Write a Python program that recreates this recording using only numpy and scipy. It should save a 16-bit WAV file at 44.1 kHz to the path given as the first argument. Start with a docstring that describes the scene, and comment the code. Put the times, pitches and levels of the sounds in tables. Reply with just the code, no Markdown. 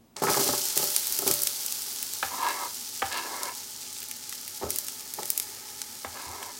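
"""At a kitchen stove, handfuls of chopped onion drop into hot oil in a wide steel pot, heard close up.
The pieces thud on the base with short noise bursts, a boom of the air in the pot and ringing steel.
Their water boils off in a bright sizzle made of countless tiny clicks, and single droplets snap.
Beside the stove a knife clacks down on a board three times and scrapes up more onion, in tiny slips
that ring wood and steel. Low swells of the counter, a burner's soft rush and a faint hum lie below."""
import sys
import numpy as np
from scipy import signal
from scipy.fft import rfft, irfft, next_fast_len
from scipy.io import wavfile
from scipy.ndimage import map_coordinates

SR = 44100
rng = np.random.default_rng(int(sys.argv[2]) if len(sys.argv) > 2 else 0)


def put_to_file(sound):
    """Save the sound as 16-bit audio at rate SR, in the file named by the first command-line argument."""
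    columns = np.atleast_2d(sound).T  # one column per channel
    safe = np.clip(columns, -1, 1)
    whole_steps = np.round(safe * 32767)
    wavfile.write(sys.argv[1], SR, whole_steps.astype(np.int16))


N = 290619

# The burner's rush. Each row: frequency in Hz, relative level in dB per Hz.
BURNER_SPECTRUM = [(20, -16), (45, -21), (100, 4.5), (180, -2), (245, 10), (340, -3), (420, -7),
                   (900, -9.5), (1500, -19.5), (5000, -21), (16000, -27.5)]
# The mains hum. Each row: frequency in Hz, level in dB.
HUM_TONES = [(48.6, -75), (97, -73)]

# Wet onion meets the oil and steam flares up. Each row: start in seconds, first flash in dB,
# lasting sizzle in dB, finest spray in dB against the sizzle (all before a fixed trim).
STEAM_FLARES = [(0.162, -46.5, -48, -9), (0.22, -41, -35.5, -2), (0.296, -28, -34, -1.5),
                (0.395, -27, -35, -2), (0.756, -33.5, -37, 0.5), (1.269, -29, -52, -0.5),
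                (4.29, -45, -69, -3), (4.69, -39, -51.5, -1.5), (5.19, -41, -69, -2)]
# The sizzle. Each row: frequency in Hz, relative level in dB per Hz.
SIZZLE_SPECTRUM = [(880, -33), (1500, -30), (2000, -13.5), (2100, -9.5), (2290, -15), (2580, -10.5),
                   (3200, -6), (3640, -6), (4480, -0.5), (5620, 0.5), (12600, -5.5), (14000, -2.5),
                   (15800, -6.5)]
# The low simmer. Each row: frequency in Hz, relative level in dB per Hz.
SIMMER_SPECTRUM = [(120, -31), (300, -1.5), (450, -2), (650, -4), (1100, -2), (1500, 1), (2200, -11.5)]
# The air in the pot. Each row: frequency in Hz, width in Hz, relative level in dB.
POT_AIR = [(390.5, 43, -2), (855.5, 32.5, 3.5), (1281, 69, -5), (1750, 160, -7.5), (2310, 300, -10.5)]
# The soft ringing of that air. Each row: time in seconds, level in dB.
AIR_LEVEL = [(0.2, -47.5), (2.0, -56.5), (4.3, -57.5), (5.3, -53.5), (5.52, -51), (5.85, -54.5),
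             (6.59, -53)]

# Heavier clumps of onion landing. Each row: start in seconds, strength in dB, favoured pitch in Hz.
CLUMPS = [(0.166, -29.5, 794), (0.22, -12, 391.4), (0.235, -12.5, 789), (0.271, -13.5, 380),
          (0.283, -12.5, 1320), (0.298, -13.5, 390), (0.366, -17, 369), (0.393, -14, 395),
          (0.411, -17.5, 369), (0.461, -18, 377), (0.487, -14, 580), (0.533, -15, 630), (0.767, -21.5, 404),
          (0.794, -21.5, 584), (0.826, -19, 603), (1.192, -26, 385), (1.222, -20.5, 377), (1.265, -16, 382),
          (1.28, -19, 460), (1.301, -17.5, 383), (4.623, -20.5, 810), (4.633, -15.5, 370),
          (4.665, -21, 380), (4.686, -24.5, 388), (5.187, -19, 850)]
# Handfuls of loose pieces. Each row: start in seconds, end in seconds, typical strength in dB,
# middle favoured pitch in Hz.
HANDFULS = [(0.24, 0.38, -16, 700), (4.607, 4.67, -24.5, 593), (5.177, 5.25, -29.5, 404)]
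# How much onion cushions a landing, already thick for the first handful.
# Each row: time in seconds, cover from 0 to 1.
ONION_BED = [(0.6, 0.66), (1.25, 0.74), (4.6, 1)]
# The thud of a clump. Each row: frequency in Hz, relative level in dB per Hz.
THUD_SPECTRUM = [(30, -60), (55, -40), (85, -22), (140, -6), (400, -3.5), (800, -7.5), (1300, -3),
                 (2200, -12), (5000, -12.5), (12000, -34)]
# The steel base. Each row: frequency in Hz, relative level in dB, seconds to fade by 60 dB.
STEEL_BASE = [(136.2, 0.5, 0.43), (249, -1, 0.3), (291, -13, 0.53), (374, 1, 0.46), (396.6, 4.5, 0.33),
              (586, -3.5, 0.81), (584, 0.5, 0.26), (653, -8, 0.37), (785.5, 2, 0.17), (854, -32, 0.38),
              (1098, -1, 0.17), (1295, 3.5, 0.24), (1487, -19, .45), (1646, -5, 0.27), (2120, -9, 0.35)]

# The loudest droplets bursting in the oil. Each row: start in seconds, level in dB, pitch in Hz,
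# lower tick in dB against the snap.
LOUD_SPITS = [(0.1662, -32, 4940, -22), (0.7761, -15.5, 9700, -12), (0.964, -14.5, 7800, -16.5),
              (1.0706, -23, 9400, -12), (1.1244, -21, 10400, -20), (1.1896, -19, 9300, -15),
              (1.2775, -17, 9400, -9.5), (1.3129, -16, 8300, -17), (1.3395, -18, 10900, -19),
              (1.4345, -18, 11500, -27), (1.472, -18, 7900, -11.5), (1.6628, -23, 10500, -28),
              (1.7238, -23.5, 7860, -22), (2.0283, -24, 10700, -9), (2.1359, -27.5, 8800, -15),
              (3.1259, -30, 5900, -14), (3.433, -24, 7200, -26), (4.0295, -32.5, 11100, -5.5),
              (4.1127, -28.5, 8700, -8), (4.2945, -31, 8400, -17), (4.3262, -31, 7450, -3),
              (4.479, -30.5, 10400, -8), (4.8841, -27, 8600, -9.5), (4.7052, -20, 10800, -15.5),
              (4.76, -24, 10500, -14), (4.7863, -20, 9800, -25), (5.1384, -27, 9000, -16),
              (5.2317, -30, 6000, -6.5), (5.2565, -28, 9700, -18), (5.303, -15.5, 10000, -20),
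              (5.3773, -18, 10700, -17), (5.3991, -20.5, 8800, -14), (5.817, -25.5, 6500, -12.5),
              (6.4284, -35.5, 8000, 1)]

# Heavier contacts shake the counter. Each row: start in seconds, strength in dB.
COUNTER_HITS = [(0.28, -39), (0.48, -36), (1.269, -36), (2.232, -40), (3.023, -35.5), (4.631, -27.5),
                (4.674, -38), (6.05, -37), (6.26, -33.5)]
# The counter. Each row: frequency in Hz, relative level in dB, seconds to fade by 60 dB.
COUNTER_MODES = [(83, -1, 0.21), (104, -6.5, 0.21), (133, -5.5, 0.16)]

# The knife meeting the board. Each row: start in seconds, strength in dB, brightness in Hz.
KNIFE_KNOCKS = [(2.2280, -10, 1420), (3.02, -12, 1330), (3.0244, -12, 1050), (6.047, -18, 1160)]
# The board when knocked. Each row: frequency in Hz, width in Hz, relative level in dB.
KNOCKED_BOARD = [(242, 88, -1.0), (490, 280, 1.5), (785, 25, 15.5), (850, 79, 10.5), (1250, 73, 4), (1757, 81, 5.5)]

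# Strokes of the knife. Each row: start in seconds, end in seconds, steady drag in dB,
# time of the blade's bite in seconds, bite in dB, time of the hardest push in seconds, push in dB.
KNIFE_STROKES = [(2.294, 2.658, -37.5, 2.46, -36.5, 2.475, -26.5),
                 (3.093, 3.497, -37.5, 3.165, -33, 3.2, -34.5), (6.122, 6.493, -43, 6.185, -47, 6.275, -49)]
# The board when scraped. Each row: frequency in Hz, width in Hz, relative level in dB.
SCRAPED_BOARD = [(268, 65, -13.5), (413, 110, -10), (585, 44, -5.5), (739, 120, -10), (967, 64, 2),
                 (1060, 49, -4.5), (1124, 34, -4), (1310, 60, -5), (1650, 130, -12.5), (2145, 88, -9.5)]
# The blade. Each row: frequency in Hz, width in Hz, relative level in dB.
BLADE_MODES = [(1668, 55, 0), (1800, 90, -11), (2130, 90, -10), (2720, 240, -11), (3250, 200, -14),
               (3860, 400, -12), (4800, 700, -16)]

FLARE_ATTACK_S, FLASH_FALL_DB_PER_S = 0.002, 75
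DRYING_S, DRYING_POWER = 0.5, 1.39  # the lasting sizzle thins out as a power of its age
SPRAY_FALL_DB_PER_S = 1.77  # the finest spray goes first

RING_DB, RING_MUTE_DB = -8, 23.5  # the bare steel base, and its loss under a full bed of onion
PIECES_PER_S, PIECE_SPREAD_DB = 40, 1

SMALL_SPITS_PER_S = 10
SMALL_SPIT_DB, SMALL_SPIT_SPREAD_DB = -36.5, 0.5  # typical level in a sizzle of median strength
SMALL_SPIT_GROWS = 0.7  # dB they gain for each dB of sizzle
SMALL_SPIT_HZ, SMALL_TICK_DB = 9700, -17  # middle pitch; tick against the snap

STROKE_ATTACK_S, STROKE_RELEASE_S = 0.035, 0.042
BLADE_DRAG_DB = -10.5  # steel against wood while the blade drags on
SPOT_DB, SPOTS_PER_S = 1.8, 11  # the travelling blade favours now one resonance, now another
BITE_LIFT = 0.17  # share of the drag that the wood loses while only the edge bites
PUSH_RISE_S, PUSH_FALL_S, BITE_WIDTH_S = 0.1, 0.016, 0.045
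CHATTER_HZ, CHATTER_WIDTH_HZ = 1050, 450  # a hard push drives mostly the board's middle resonances

TOP_HZ = 15950  # nothing is kept from here up


def amp(db):
    """Turn decibels into a gain."""
    return 10 ** (np.asarray(db) / 20)


def unit(x):
    """Scale x to an average (rms) strength of 1."""
    return x / np.sqrt(np.mean(x ** 2) + 1e-20)


def seconds(size):
    """Give the times of that many samples."""
    return np.arange(size) / SR


def wobble(rate):
    """Draw a smooth random curve with that many knots a second."""
    knots = rng.standard_normal(int(N * rate / SR) + 4)
    return map_coordinates(knots, [seconds(N) * rate])


def add(track, s, sound):
    """Mix a sound into the track at time s."""
    part = track[max(round(s * SR), 0):][:len(sound)]
    part += sound[:len(part)]


def filtered(x, response):
    """Multiply the spectrum of x by a response, given as a function of frequency."""
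    m = next_fast_len(len(x) + 8192)
    return irfft(rfft(x, m) * response(np.fft.rfftfreq(m, 1 / SR)), m)[:len(x)]


def colour(points):
    """Make a tone colour by joining spectrum points along a log frequency axis."""
    hz, db = np.transpose(points)
    return lambda f: amp(np.interp(np.log(f + 1), np.log(hz), db))


def resonances(modes):
    """Make a body that rings at its own frequencies; neighbours have opposite signs."""
    def response(f):
        return sum((-1) ** k * amp(db) * 1j * f * width / (hz * hz - f * f + 1j * f * width)
                   for k, (hz, width, db) in enumerate(modes))
    return response


def grains(rate, spread_db):
    """Scatter tiny clicks at random times, with a few larger than the rest."""
    size = amp(spread_db * np.minimum(rng.exponential(size=N), 6))
    present = rng.random(N) < rate / SR
    return unit(present * size * rng.choice([-1, 1], N))


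def walls(first, echo, t60):
    """Follow a direct click with quick scatter from the steel wall of the pot."""
    t = seconds(size=1400)
    fade = amp(-60 * t / t60) + amp(-15 - 60 * t / .04)
    scatter = rng.standard_normal(len(t)) * (t > first) * fade
    return (t == 0) + echo * scatter / np.linalg.norm(scatter)


def burst(hz, echo, t60):
    """Burst a bubble: a snap up to an octave and a half wide, scattered in the pot."""
    edges = [hz / 1.7, min(1.7 * hz, 17000)]
    band = signal.butter(2, edges, "bandpass", fs=SR, output="sos")
    snap = signal.sosfilt(band, 1. * (seconds(size=100) == 0))
    return signal.fftconvolve(snap, walls(first=.0004, echo=echo, t60=t60))


def kitchen():
    """The burner's soft rush is coloured noise; the faint mains hum is steady tones."""
    rush = unit(filtered(rng.standard_normal(N), colour(BURNER_SPECTRUM)))
    hum = sum(amp(db) * np.sqrt(2) * np.sin(2 * np.pi * hz * seconds(N)) for hz, db in HUM_TONES)
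    return amp(-59.5) * rush + hum


def boiling():
    """Trace sizzle and finest spray in dB: each flare flashes, then dries slowly."""
    power, finest_db = np.full(N, 1e-12), np.full(N, 1e-12)
    for s, flash_db, lasting_db, spray_db in STEAM_FLARES:
        age = np.maximum(seconds(N) - s, 0)
        flash = amp(flash_db - FLASH_FALL_DB_PER_S * age) ** 2
        lasting = amp(lasting_db) ** 2 / (1 + age / DRYING_S) ** DRYING_POWER
        power = power + np.minimum(age / FLARE_ATTACK_S, 1) * (flash + lasting)
        # the newest flare sets the spray
        finest_db = np.where(age > 0, spray_db - SPRAY_FALL_DB_PER_S * age, finest_db)
    return 10 * np.log10(power), finest_db


def crackle(count, pitch_hz):
    """Sum families of small bubbles, each with its own pitch and scatter in the pot."""
    pitches = np.clip(pitch_hz * np.exp(.35 * rng.standard_normal(count)), 2500, 14500)
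    total = np.zeros(N)
    for hz in pitches:
        pops = grains(rate=40, spread_db=3.7)
        total += signal.oaconvolve(pops, unit(burst(hz, echo=1.0, t60=0.0075)))[:N]
    return unit(total)


def sizzle():
    """Steam escapes through oil as tiny bubbles and a crackle of larger ones; fresh onion is brighter."""
    sizzle_db, spray_db = boiling()
    surge_db = 0.13 * wobble(7) + .5 * wobble(25) + 0.49 * wobble(140)
    fizz = unit(filtered(grains(rate=7000, spread_db=2.8), colour(SIZZLE_SPECTRUM)))
    bubbles = fizz + amp(-6) * crackle(count=14, pitch_hz=7500)
    # the spray is the treble, fading in from 8 to 11 kHz
    spray = filtered(bubbles, lambda f: np.clip((f - 8000) / 3000, 0, 1))
    return amp(sizzle_db + surge_db + 1.86) * (bubbles - spray + amp(spray_db + 2.0) * spray)


def hollow():
    """Larger bubbles simmer low and keep the air in the pot ringing softly."""
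    sizzle_db, _ = boiling()
    air_db = np.interp(seconds(N), *np.transpose(AIR_LEVEL))
    air = unit(filtered(rng.standard_normal(N), resonances(POT_AIR)))
    simmer = unit(filtered(grains(rate=1700, spread_db=0.5), colour(SIMMER_SPECTRUM)))
    started = seconds(N) > STEAM_FLARES[0][0]
    return started * (amp(air_db) * air + amp(sizzle_db - 14.5) * simmer)


def loose_pieces():
    """Single pieces fall at uneven moments for as long as a handful is poured."""
    pieces = []
    for start, end, db, hz in HANDFULS:
        times = np.arange(start, end, 1 / PIECES_PER_S)
        chance = rng.standard_normal(size=(20, 3))
        for s, (late, strong, high) in zip(times, chance):
            moment = s + .2 * late / PIECES_PER_S
            pieces.append((moment, db + PIECE_SPREAD_DB * strong, hz * np.exp(0.66 * high)))
    return pieces


def landings():
    """Wet clumps patter down: a dull thud, a boom of the air in the pot and a ring of its base."""
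    out, t = np.zeros(N), seconds(size=SR // 2)
    rise = 1 - np.exp(-t / 0.004)
    for s, db, hz in CLUMPS + loose_pieces():
        # the spot where a clump lands favours some modes over others
        favour = lambda f: amp(-2.6 * np.abs(np.log2((f + 1) / hz)))
        # a bed of onion dulls the blow, mutes the steel and leaves mostly the boom
        cover = np.interp(s, *np.transpose(ONION_BED))
        cushion = lambda f: 1 / np.sqrt(1 + (cover * f / 750) ** 4)

        fade = amp(-60 * t / 0.058) + amp(-22 - 60 * t / .45)
        patter = rng.standard_normal(len(t)) * rise * fade
        thud = filtered(patter, lambda f: colour(THUD_SPECTRUM)(f) * favour(f) * cushion(f))

        air = [(f, width, level - (6 + 6 * cover) * abs(np.log2(f / hz))) for f, width, level in POT_AIR]
        boom = filtered(1. * (t == 0), resonances(air))

        ring = np.zeros(len(t))
        chance = rng.standard_normal((len(STEEL_BASE), 2))
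        for (f, level, t60), (strong, phase) in zip(STEEL_BASE, chance):
            strength = favour(f) ** 1.4 * amp(level + 2 * strong - 60 * t / t60)
            ring += strength * np.sin(2 * np.pi * (f * t + phase))

        add(out, s, amp(db - 13 - 7.4 * cover) * thud / np.std(thud[:600]))
        add(out, s, amp(db - 7.5 + 2.4 * cover) * boom / np.abs(boom).max())
        add(out, s, amp(db + RING_DB - RING_MUTE_DB * cover) * rise * ring)
    # the pot is too small to radiate deep bass
    return signal.sosfilt(signal.butter(4, 80, "highpass", fs=SR, output="sos"), out)


def small_spits():
    """Lesser droplets go off at random, stronger where the sizzle is fiercer."""
    sizzle_db, _ = boiling()
    usual_db = SMALL_SPIT_DB + SMALL_SPIT_GROWS * (sizzle_db - np.median(sizzle_db))
    gaps, chance = rng.exponential(size=120), rng.standard_normal(size=(120, 2))
    times = STEAM_FLARES[0][0] + np.cumsum(gaps) / SMALL_SPITS_PER_S
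    droplets = []
    for s, (strong, high) in zip(times, chance):
        if s < N / SR:
            db = usual_db[int(s * SR)] + SMALL_SPIT_SPREAD_DB * strong
            droplets.append((s, db, SMALL_SPIT_HZ * np.exp(0.27 * high), SMALL_TICK_DB))
    return droplets


def spits():
    """Single droplets explode with a sharp snap and a lower tick."""
    out = np.zeros(N)
    for s, db, hz, tick_db in LOUD_SPITS + small_spits():
        snap = burst(hz, echo=.9, t60=.006)
        tick = burst(hz / 3.2, echo=1.2, t60=.012)
        # both are levelled by their first 3 ms
        pop = snap / np.std(snap[:132]) + amp(tick_db) * tick / np.std(tick[:132])
        add(out, s, amp(db) * pop)
    return out


def thumps():
    """The counter answers a heavy contact with a short low swell of fading tones."""
    out, t = np.zeros(N), seconds(size=SR // 2)
    swell = (1 - np.exp(-t / 0.019)) ** 2
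    for s, db in COUNTER_HITS:
        modes = sum(amp(level - 60 * t / t60) * np.sin(2 * np.pi * (hz * t + rng.random()))
                    for hz, level, t60 in COUNTER_MODES)
        add(out, s, amp(db) * swell * modes)
    return out


def knocks():
    """The knife clacks drily on the board: brief noise, both plain and through the ringing wood."""
    out, t = np.zeros(N), seconds(size=SR // 2)
    for s, db, hz in KNIFE_KNOCKS:
        fade = amp(-60 * t / 0.019) + amp(-19.5 - 60 * t / 0.33)
        contact = rng.standard_normal(len(t)) * fade
        clack = filtered(contact, lambda f: resonances([(hz, 1.9 * hz, 0)])(f) ** 2 * (f < 3.2 * hz))
        body = filtered(contact, resonances(KNOCKED_BOARD))
        knock = amp(-13.0) * clack / np.std(clack[:300]) + amp(-18.5) * body / np.std(body[:600])
        add(out, s, amp(db) * knock)
    return out


def rubbed(modes, rate, spread_db):
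    """Tiny slips ring a body; its resonances trade strength as the contact moves."""
    pulses, total = grains(rate, spread_db), np.zeros(N)
    for k, mode in enumerate(modes):
        strength = amp(SPOT_DB * wobble(SPOTS_PER_S))
        total += (-1) ** k * strength * filtered(pulses, resonances([mode]))
    return unit(total)


def scrapes():
    """The blade bites, is pushed home and drags over the board; tiny slips ring wood and steel."""
    out, t = np.zeros(N), seconds(N)
    slips = amp(1.5 * wobble(45))  # unevenness shared by all three layers
    wood = unit(slips * rubbed(SCRAPED_BOARD, rate=3100, spread_db=1.5))
    edge = unit(slips * rubbed(BLADE_MODES, rate=2500, spread_db=4.0))
    pushed_wood = rubbed(SCRAPED_BOARD, rate=3100, spread_db=1.5)
    middle = resonances([(CHATTER_HZ, CHATTER_WIDTH_HZ, 0)])
    chatter = unit(slips * filtered(pushed_wood, middle))
    for start, end, drag_db, bite_s, bite_db, push_s, push_db in KNIFE_STROKES:
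        fade_in = np.clip((t - start) / STROKE_ATTACK_S, 0, 1)
        fade_out = np.clip(1 - (t - end) / STROKE_RELEASE_S, 0, 1)
        bite = np.exp(-.5 * ((t - bite_s) / BITE_WIDTH_S) ** 2)
        push = np.exp(-np.maximum((push_s - t) / PUSH_RISE_S, (t - push_s) / PUSH_FALL_S))
        board = amp(drag_db) * (1 - BITE_LIFT * bite)
        blade = np.hypot(amp(drag_db + BLADE_DRAG_DB), amp(bite_db) * bite)
        out += fade_in * fade_out * (board * wood + blade * edge + amp(push_db) * push * chatter)
    return out


def room(x, t60):
    """The kitchen's short reverberation: x smeared by a fading noise tail."""
    t = seconds(size=SR // 2)
    tail = rng.standard_normal(len(t)) * amp(-60 * t / t60) * (t > .006)
    return signal.fftconvolve(x, tail / np.linalg.norm(tail))[:N]


def scene():
    """The pot is close; the board lies farther off, with more room."""
    pot = sizzle() + hollow() + spits() + landings()
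    board = knocks() + scrapes() + thumps()
    near = pot + amp(-13) * room(pot, t60=0.41)
    far = board + amp(-9.5) * room(board, t60=0.3)
    return (near + far + kitchen())[None]


def record(dry):
    """Cut away everything from the top frequency up."""
    return np.array([filtered(channel, lambda f: f < TOP_HZ) for channel in dry])


dry = scene()
out = record(dry)
put_to_file(out)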